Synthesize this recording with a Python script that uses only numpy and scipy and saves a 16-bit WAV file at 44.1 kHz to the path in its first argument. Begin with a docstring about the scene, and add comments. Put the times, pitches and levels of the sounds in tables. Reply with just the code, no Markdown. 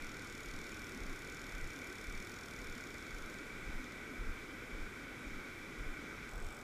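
"""A small waterfall rushes into a mountain pool: shaped noise with bubbles, its bands flickering apart,
heard by a body-worn camera in a closed, ringing case. An angler winds a reel whose pawl ticks over its
ratchet, each tick a burst of damped modes; he stops, then turns aside and winds again.
His pulse knocks softly through the camera mount as pairs of brief low swings."""
import sys
import numpy as np
from scipy import signal
from scipy.fft import rfft, irfft, next_fast_len
from scipy.io import wavfile
from scipy.ndimage import uniform_filter1d

SR = 44100
rng = np.random.default_rng(int(sys.argv[2]) if len(sys.argv) > 2 else 0)


def dump(signal):
    """Clip the signal to [-1, 1] and save it as 16-bit WAV at the path in sys.argv[1]."""
    limited = np.clip(np.atleast_2d(signal).T, -1, 1)
    pcm = np.round(limited * 32767).astype(np.int16)
    wavfile.write(sys.argv[1], SR, pcm)


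N = 292369
TIME = np.arange(N) / SR  # s
SIZE = next_fast_len(N + 8192)  # transform length, padded so that filter tails do not wrap
FREQ = np.maximum(np.arange(SIZE // 2 + 1) * SR / SIZE, 1)  # Hz

# spectrum of the falling water: (frequency [Hz], relative density [dB])
RUSH_SPECTRUM = [(20, 4.5), (60, -1.5), (180, -4), (300, -1.5), (420, -4), (660, -14), (950, -14),
                 (1300, -7.5), (2400, -9.5), (2850, -20.5), (4400, -21.5), (7000, -22.5), (9500, -29.5),
                 (15000, -37)]
# air and wall resonances of the case, heard in the water:
# (frequency [Hz], full width at half the lift [Hz], lift [dB])
CASE_RESONANCES = [(1501, 220, 7), (1736, 224, -4), (1984, 125, 5.5), (2279, 235, 9), (3100, 88, 7),
                   (3477, 330, 7), (3870, 140, 6), (5400, 520, 2.5), (12300, 3600, 3)]
# change in the rush when the angler faces fully away: (frequency [Hz], change [dB])
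ASIDE_CHANGE = [(100, 1.5), (270, -6), (500, -0.5), (800, 7.5), (1150, -1), (1500, -2), (2000, -8),
                (2500, -3.5), (3400, -3.5), (6000, -4), (14000, -2)]
# how far the angler has turned: (time [s], share turned aside [0-1])
TURN_SHARE = [(0, 0.1), (6.24, 0.05), (6.34, 0.9), (6.63, 0.76)]
RUSH_DB = -47.5  # steady fall, before flicker and turning
SPRAY_DB = 0.06  # lift of the bands above 3 kHz
# raised arms shade the spray from the microphone
ARMS_UP_S, ARMS_RISE_S, ARMS_SHADE_DB = 3.2, 0.71, -1.45

# faint hiss that differs between the sides: (frequency [Hz], relative density [dB])
SIDE_HISS_SPECTRUM = [(100, -9), (3000, -20), (4800, -11), (6000, -14.5), (8500, 8.5), (11000, 6.5),
                      (15000, -11.5)]
SIDE_HISS_DB = -83

# heartbeats: (time [s], relative strength [dB])
HEARTBEATS = [(-0.04, -6), (0.487, -4), (1.026, 0.5), (1.555, 3), (2.09, -1), (2.623, -4.5), (3.152, -4),
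              (3.682, 2.5), (4.21, 4.5), (4.741, 1), (5.275, -2.5), (5.808, 4), (6.365, 3.5)]
# the quick first swing takes only a share of a beat's strength in dB
KNOCK_HZ, KNOCK_DB, KNOCK_SHARE = 35, -40, 0.6
# the slow second swing is brisker on strong beats
HEAVE_LAG_S, HEAVE_HZ, HEAVE_HZ_PER_DB, HEAVE_DB = 0.0794, 18.9, 0.5, -38.5

# pace of the hand with the rod low, before crank surges: (time [s], rate [ratchet teeth/s])
WINDING_LOW = [(0, 46.06), (0.39, 33.74), (0.56, 41.61), (1.17, 32.88), (1.39, 41.79), (1.67, 32.24),
               (2.44, 43.05), (2.99, 26.46), (3.4, 22.12)]
# pace of the hand with the rod raised: (time [s], rate [ratchet teeth/s])
WINDING_RAISED = [(6.27, 46.31), (6.4, 44.64), (6.5, 50.93), (6.63, 41.62)]
# modes of the reel, each the square of one resonance:
# (frequency [Hz], width before squaring [Hz], relative level held low [dB], held raised [dB])
REEL_MODES = [(3500, 440, -2.5, -8), (4420, 310, -2, -9), (5470, 300, 0.5, -3), (5810, 770, -2, -12),
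              (6810, 370, 1, -4.5), (7900, 620, -10, -3), (8570, 400, -19, -14), (8750, 380, -7.5, -11),
              (10000, 340, -11, -13), (11020, 820, -10.5, -16), (12250, 800, -12.5, -14),
              (14500, 2000, -19, -19)]
# single clicks as the reel is taken in hand: (time [s], level [dB])
HANDLING_CLICKS = [(3.842, -62), (3.922, -61.5)]
# interval between crank strokes, moment of one stroke, peak rise in rate
STROKE_S, STROKE_AT_S, SURGE_TEETH_PER_S = 0.479, 0.359, 2.62
# tick level at the median rate, and its growth with speed
TICK_LOW_DB, TICK_RAISED_DB, TICK_DB_PER_DOUBLING = -60.1, -64, 2.5
TOOTH_SCATTER_DB = 2.3  # how much each tooth differs in the modes that it favours

TOP_HZ = 15250  # upper edge of the camera's passband


def undb(db):
    """Decibel law: amplitude gain is ten to the power of dB / 20."""
    return 10 ** (np.asarray(db) / 20)


def level(x, db):
    """Normalization: scale a signal to a given rms level in dB."""
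    return x * undb(db) / np.sqrt(np.mean(x ** 2))


def shape(x, gain):
    """Linear filtering: multiply the spectrum by a gain for each frequency."""
    return irfft(rfft(x, SIZE) * gain, SIZE)[:N]


def colour(points, hz):
    """Spectral envelope: join (frequency [Hz], level [dB]) points along a log-frequency axis."""
    point_hz, point_db = np.transpose(points)
    return np.interp(np.log(hz), np.log(point_hz), point_db)


def resonance(hz, width_hz, freq=FREQ):
    """Damped oscillator: band-pass response of one mode, with gain 1 at its centre."""
    damping = 1j * freq * width_hz
    return damping / (hz ** 2 - freq ** 2 + damping)


def walk(rate):
    """Slow random fluctuation: levels held for 1 / rate s, then smoothed twice; spread near 1."""
    hold = int(SR / rate)
    held = np.repeat(rng.standard_normal(N // hold + 1), hold)
    smooth = uniform_filter1d(uniform_filter1d(held, hold), hold)
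    return np.sqrt(2) * smooth[:N]


def bubbles(count, spread_db, cycles):
    """Bubble resonance: air pockets ring briefly and rise in pitch as they near the surface."""
    out = np.zeros(N + SR)
    for when, pitch, size in rng.random((count, 3)):
        hz = 200 * 16 ** pitch  # four octaves up from 200 Hz
        age = np.arange(int(min(cycles / hz, 0.5) * SR))  # samples
        fade = age / len(age)
        phase = 2 * np.pi * hz * age / SR * (1 + fade / 10)
        ring = np.sin(phase) * np.exp(-np.log(100) * fade)  # decays by 40 dB
        # many small pockets and a few strong ones
        strength_db = -spread_db * np.log(max(1 - size, 1 / count))
        start = int(when * N)
        out[start:start + len(age)] += undb(strength_db) * ring
    return out[:N]


def waterfall():
    """Superposition: countless bursts merge into noise with bubbles; each band flickers on its own."""
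    turned = np.interp(TIME, *np.transpose(TURN_SHARE))
    arms_up = np.clip((TIME - ARMS_UP_S) / ARMS_RISE_S, 0, 1)
    spray_db = SPRAY_DB + ARMS_SHADE_DB * arms_up * (1 - turned)

    bursts = level(rng.standard_normal(N), 0)
    nearer = level(bubbles(count=2500, spread_db=2.0, cycles=18.5), -18.5)
    case_db = sum(db * 0.5 ** ((2 * (FREQ - hz) / width) ** 2) for hz, width, db in CASE_RESONANCES)
    rush = shape(bursts + nearer, undb(colour(RUSH_SPECTRUM, FREQ) + case_db))
    spectrum = rfft(level(rush, RUSH_DB), SIZE)

    out = np.zeros(N)
    for hz in 2 ** np.arange(4, 14.6, 0.5):
        # overlapping triangles, half an octave apart
        window = np.maximum(1 - 2 * np.abs(np.log2(FREQ / hz)), 0)
        band = irfft(spectrum * window, SIZE)[:N]
        lift_db = spray_db if hz > 3000 else 0
        flicker_db = 0.58 * walk(14)
        out += band * undb(lift_db + turned * colour(ASIDE_CHANGE, hz) + flicker_db)
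    return out


def side_hiss():
    """Stereo difference: independent shaped noise, to be added to one side and taken from the other."""
    hiss = shape(rng.standard_normal(N), undb(colour(SIDE_HISS_SPECTRUM, FREQ)))
    return level(hiss, SIDE_HISS_DB)


def pulse(rise_cycles, fall_cycles, rub_db):
    """Impulsive excitation: each beat rocks the camera, a quick knock and a slow heave; the strap rubs."""
    out = np.zeros(N)
    # dull strap noise, level relative to the swing that carries it
    rub = level(shape(rng.standard_normal(N), resonance(64, 60) ** 2), rub_db)
    for beat, strength_db in HEARTBEATS:
        knock = beat, KNOCK_HZ, KNOCK_DB + KNOCK_SHARE * strength_db
        heave_hz = HEAVE_HZ + HEAVE_HZ_PER_DB * strength_db
        heave = beat + HEAVE_LAG_S, heave_hz, HEAVE_DB + strength_db
        for when, hz, db in (knock, heave):
            near = np.abs(TIME - when) < 2 / hz
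            turns = (TIME[near] - when) * hz  # cycles from the middle of the swing
            width = np.where(turns < 0, rise_cycles, fall_cycles)
            envelope = np.exp(-(turns / width) ** 2)
            out[near] += undb(db) * envelope * (rub[near] - np.sin(2 * np.pi * turns))
    return out


def teeth(pace, surge, tick_db):
    """Ratchet kinematics: the pawl drops at each whole tooth of travel; faster teeth tick louder.

    Gives rows (time [s], level [dB]); the crank surges by a cosine on each push and pull."""
    rate = np.interp(TIME, *np.transpose(pace), left=0, right=0)
    stroke = np.cos(2 * np.pi * (TIME - STROKE_AT_S) / STROKE_S)
    rate = rate + (rate > 0) * surge * stroke
    teeth_passed = np.floor(np.cumsum(rate) / SR)
    drops = np.flatnonzero(np.diff(teeth_passed))
    doublings = np.log2(rate[drops] / np.median(rate[drops]))
    return np.column_stack([TIME[drops], tick_db + TICK_DB_PER_DOUBLING * doublings])


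def pawl(ticks, modes, rise_s, fall_s):
    """Modal excitation: the pawl scrapes a tooth's edge, snaps down and chatters, ringing the reel."""
    out = np.zeros(N + SR)
    age = np.arange(-256, 512) / SR  # s from the snap
    force = np.exp(-np.where(age < 0, (age / rise_s) ** 2, age / fall_s))
    freq = np.fft.rfftfreq(len(age), 1 / SR)
    rings = np.array([undb(db) * resonance(hz, width, freq) ** 2 for hz, width, db in modes])
    for when, db in ticks:
        scrape = rfft(force * rng.standard_normal(len(age)))
        # each tooth favours the modes a little differently
        ring = undb(TOOTH_SCATTER_DB * rng.standard_normal(len(modes))) @ rings
        # the scrape gives only phase, so the modes alone set the magnitudes
        tick = irfft(ring * scrape / np.abs(scrape))
        start = max(int((when + age[0]) * SR), 0)
        # one spring: scatter among the modes leaves the snap's energy alone
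        out[start:start + len(age)] += level(tick, db)
    return out[:N]


def reel():
    """Directional radiation: when raised, the reel shows the microphone another side, with other mode levels."""
    hz, width, low_db, raised_db = np.transpose(REEL_MODES)
    low = np.column_stack([hz, width, low_db])
    raised = np.column_stack([hz, width, raised_db])
    low_ticks = teeth(WINDING_LOW, SURGE_TEETH_PER_S, TICK_LOW_DB)
    raised_ticks = teeth(WINDING_RAISED, 0, TICK_RAISED_DB)
    first = pawl(low_ticks, low, rise_s=0.0014, fall_s=0.0013)
    handled = pawl(HANDLING_CLICKS, low, rise_s=0.00098, fall_s=0.0009)
    second = pawl(raised_ticks, raised, rise_s=0.0014, fall_s=0.0016)
    return first + handled + second


def scene():
    """Sum and difference: the case makes every source mono; only a faint hiss differs between sides."""
    water = waterfall()
    side = side_hiss()
    heart = pulse(rise_cycles=0.72, fall_cycles=0.83, rub_db=-17.5)
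    mid = water + heart + reel()
    return np.array([mid + side, mid - side])


def record(dry):
    """Band limiting: the camera cuts the top with a steep elliptic low-pass."""
    lowpass = signal.ellip(12, 0.1, 70, TOP_HZ, fs=SR, output="sos")  # ripple 0.1 dB, stopband 70 dB
    return signal.sosfilt(lowpass, dry)


dry = scene()
out = record(dry)
dump(out)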